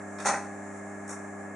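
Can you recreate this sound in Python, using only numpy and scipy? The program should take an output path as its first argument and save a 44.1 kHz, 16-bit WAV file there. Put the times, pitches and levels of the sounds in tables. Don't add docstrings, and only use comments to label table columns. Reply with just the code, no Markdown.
import sys
import numpy as np
from scipy import signal
from scipy.fft import rfft, irfft
from scipy.io import wavfile
from scipy.ndimage import uniform_filter1d

SR = 44100
rng = np.random.default_rng(int(sys.argv[2]) if len(sys.argv) > 2 else 0)


def to_wav(s):
    ch = np.atleast_2d(s).T
    pcm = np.round(np.clip(ch, -1, 1) * 32767)
    wavfile.write(sys.argv[1], SR, pcm.astype(np.int16))


N = 68355

HUM_HZ = 100
ATTACK_S, BODY_T60_S, BRIGHT_T60_S, BODY_WIDTH = .0027, .078, .1, .17
ROOM_T60_S, ROOM_TREBLE_T60_S, ROOM_DB, ROOM_BUILD_S = .4, .39, -8.5, .0044
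SIDES = np.array([[1], [-1]])


def undb(db):
    return 10 ** (np.asarray(db) / 20)


def walk(rate_hz):
    hold = int(SR / rate_hz)
    held = np.repeat(rng.standard_normal(N // hold + 1), hold)
    return np.sqrt(2) * uniform_filter1d(uniform_filter1d(held, hold), hold)[:N]


def noise(colour, width, pan_db=0):
    hz, db = np.array(colour).T
    bins_hz = np.maximum(np.fft.rfftfreq(N, 1 / SR), 1)
    shape = undb(np.interp(np.log(bins_hz), np.log(hz), db))
    pair = irfft(rfft(rng.standard_normal((2, N))) * shape, N)
    mid, side = pair / pair.std(axis=1, keepdims=True)
    return (mid + SIDES * width * side) * undb(SIDES * pan_db / 2)


def tone(hz, phase_rad):
    spread_rad = min(.56 * hz / 1000, .19) * rng.choice([-1, 1])
    return np.sqrt(2) * np.cos(phase_rad + SIDES * spread_rad)


def since(start_s):
    return np.maximum(np.arange(N) / SR - start_s, 0)


def fade(age_s, attack_s, t60_s):
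    return (1 - np.exp(-age_s / attack_s)) * np.exp(-np.log(1000) * age_s / t60_s)


def struck(starts_s, levels_db, t60_s, room_t60_s):
    power = 0
    for start_s, level_db in zip(starts_s, levels_db):
        age_s = since(start_s)
        direct = fade(age_s, ATTACK_S, t60_s)
        tail = undb(ROOM_DB) * fade(age_s, ROOM_BUILD_S, room_t60_s)
        power = power + undb(level_db) ** 2 * (direct ** 2 + tail ** 2)
    return np.sqrt(power)


def motor():
    # harmonic, level_db
    hum = [(1, -52), (2, -43), (3, -46.5), (4, -47.5), (6, -56.5), (7, -65.5), (8, -56.5), (9, -59.5),
           (11, -59), (12, -61), (14, -67.5), (16, -61), (19, -70)]
    # shaft_harmonic, level_db
    whine = [(7, -66), (11, -56), (23, -61), (26, -55), (27, -61), (30, -55), (34, -62), (44, -63),
             (69, -57), (70, -52.5), (71, -60), (75, -65), (88, -64), (89, -64)]
    hum_trim_db, hum_lag_s, scatter_rad = -2.5, .005007, .2
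    shaft_hz, whine_trim_db = 24.09, -2
    t = since(0) - hum_lag_s
    out = 0
    for k, level_db in hum:
        hz = k * HUM_HZ
        phase_rad = 2 * np.pi * hz * t + k * scatter_rad * rng.standard_normal()
        waver_db = .1 * np.sqrt(k) * walk(12)
        out = out + undb(level_db + hum_trim_db + waver_db) * tone(hz, phase_rad)
    turns = np.cumsum(shaft_hz * (1 + .00041 * walk(7.96))) / SR
    for k, level_db in whine:
        phase_rad = 2 * np.pi * (k * turns + rng.random())
        waver_db = .8 * walk(8.54)
        out = out + undb(level_db + whine_trim_db + waver_db) * tone(k * shaft_hz, phase_rad)
    return out


def pump():
    # freq_hz, density_db
    running_colour = [(30, -38), (70, -38), (125, -17.5), (170, -2), (330, -3.5), (480, -1.5), (580, 4.5),
                      (800, 3.5), (1000, -3.5), (1330, -1.5), (1530, -6), (1800, 0), (1970, -9),
                      (2180, -8.5), (2500, -15.5), (3100, -45), (6000, -34)]
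    # freq_hz, density_db
    hiss_colour = [(1500, -3), (3400, -17), (4900, -21), (5700, -6.5), (6600, 0), (7400, 4), (7900, -1.5),
                   (9000, -6), (10400, -13), (11500, -33.5)]
    # time_s, level_db
    hiss_levels = [(0, -58), (.55, -57.5), (.9, -58), (1.25, -59.5), (1.55, -61)]
    hiss_db = np.interp(since(0), *np.array(hiss_levels).T) + .73 * walk(25.9)
    hiss = undb(hiss_db) * noise(hiss_colour, width=.7, pan_db=1)
    throb = 1 + .1 * np.cos(2 * np.pi * HUM_HZ * since(0))
    return undb(-47) * throb * noise(running_colour, width=.54) + hiss


def fitting():
    # start_s, level_db, knock_offset_db, ping_offset_db
    chatter = [(0.184, -50, 10, 1.5), (0.198, -42.5, 9, -3.5), (0.219, -45.5, 2, -5),
               (1.076, -45.5, 0, -22), (1.091, -39, 1.5, -26), (1.105, -40.5, -1, -20),
               (1.125, -43.5, 5.5, -26)]
    # freq_hz, density_db
    bright_colour = [(2000, -42), (3600, -17), (4900, -26), (5500, 3), (6800, 5), (8400, 4), (9200, -0.5),
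                     (10300, -2), (11500, -19)]
    ping_colour = [(1900, -24), (2450, 4), (2950, -20), (3450, -5.5), (3780, 1.5), (4050, -18),
                   (4500, -5.5), (5000, -16), (5500, 3), (6300, -28), (9000, -37)]
    knock_colour = [(80, -35), (350, -5), (650, -1), (880, -2), (1250, 2), (1600, -3), (2000, -6.5),
                    (2550, -15), (3000, -35), (6000, -45)]
    starts_s, levels_db, knock_db, ping_db = np.array(chatter).T
    bright_env = struck(starts_s, levels_db, BRIGHT_T60_S, ROOM_TREBLE_T60_S)
    ping_env = struck(starts_s, levels_db + ping_db, BRIGHT_T60_S, ROOM_TREBLE_T60_S)
    knock_env = struck(starts_s, levels_db + knock_db, BODY_T60_S, ROOM_T60_S)
    return (bright_env * noise(bright_colour, width=.47, pan_db=1)
            + ping_env * noise(ping_colour, width=.47)
            + knock_env * noise(knock_colour, BODY_WIDTH))


def platform():
    # start_s, level_db, treble_offset_db
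    blows = [(.243, -37, -3), (.249, -31, -3), (.256, -22, -1.5), (.266, -27, 5), (.282, -24, -1.5),
             (.294, -28, -5.5), (.315, -32, -11), (.332, -26.5, -15), (.368, -37, -9)]
    # pitch_hz, level_db, t60_s
    modes = [(185, -17, .22), (551, -7, .22), (572, -6, .24), (631, -9, .25), (700, -7, .28),
             (775, -2, .42), (806, -1.5, .5), (852, -6, .28), (899, -8, .26), (1018, -4, .28),
             (1062, -8, .33), (1389, -4, .22), (1547, -6, .28), (1872, -2, .2), (1935, -2, .18),
             (5692, -13, .3), (6051, -14, .33), (6331, -12, .27), (7050, -16, .27), (8700, -19, .27)]
    # freq_hz, density_db
    body_colour = [(60, -58), (170, -6), (420, -8.5), (560, -5), (800, 2.5), (1150, -3.5), (1380, 0.5),
                   (1650, -6), (1930, -0.5), (2150, -9.5), (2600, -11), (3100, -42), (6000, -57)]
    clash_colour = [(2000, -32), (3600, -10), (4500, -7.5), (5050, -15), (5600, 0), (6300, 3), (7100, -0.5),
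                    (7750, -9.5), (8700, 2), (9300, -10.5), (10500, -11.5), (11300, -37)]
    ring_trim_db, body_trim_db, clash_trim_db = -7.5, 1, -3.5
    spread_rad_per_hz = .00012
    top_mode_hz = modes[-1][0]
    ring = 0
    for start_s, blow_db, tilt_db in blows:
        age_s = since(start_s)
        turns, leans = rng.random(len(modes)), rng.standard_normal(len(modes))
        for (hz, mode_db, t60_s), turn, lean in zip(modes, turns, leans):
            gain = undb(blow_db + mode_db + tilt_db * hz / top_mode_hz)
            phase_rad = 2 * np.pi * (hz * age_s + turn) + SIDES * spread_rad_per_hz * hz * lean
            ring = ring + gain * fade(age_s, ATTACK_S, t60_s) * np.sin(phase_rad)
    starts_s, levels_db, treble_db = np.array(blows).T
    body_env = struck(starts_s, levels_db + body_trim_db, BODY_T60_S, ROOM_T60_S)
    clash_env = struck(starts_s, levels_db + treble_db + clash_trim_db, BRIGHT_T60_S, ROOM_TREBLE_T60_S)
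    return (undb(ring_trim_db) * ring
            + body_env * noise(body_colour, BODY_WIDTH)
            + clash_env * noise(clash_colour, width=.5, pan_db=.5))


def scene():
    return motor() + pump() + platform() + fitting()


def record(dry):
    shelf_hz, treble_pan_db, cutoff_hz = 7600, 3.5, 11100
    treble = signal.sosfiltfilt(signal.butter(2, shelf_hz, "high", fs=SR, output="sos"), dry)
    coloured = dry + treble * (undb(SIDES * treble_pan_db / 2) - 1)
    return signal.sosfilt(signal.ellip(8, .2, 70, cutoff_hz, fs=SR, output="sos"), coloured)


dry = scene()
out = record(dry)
to_wav(out)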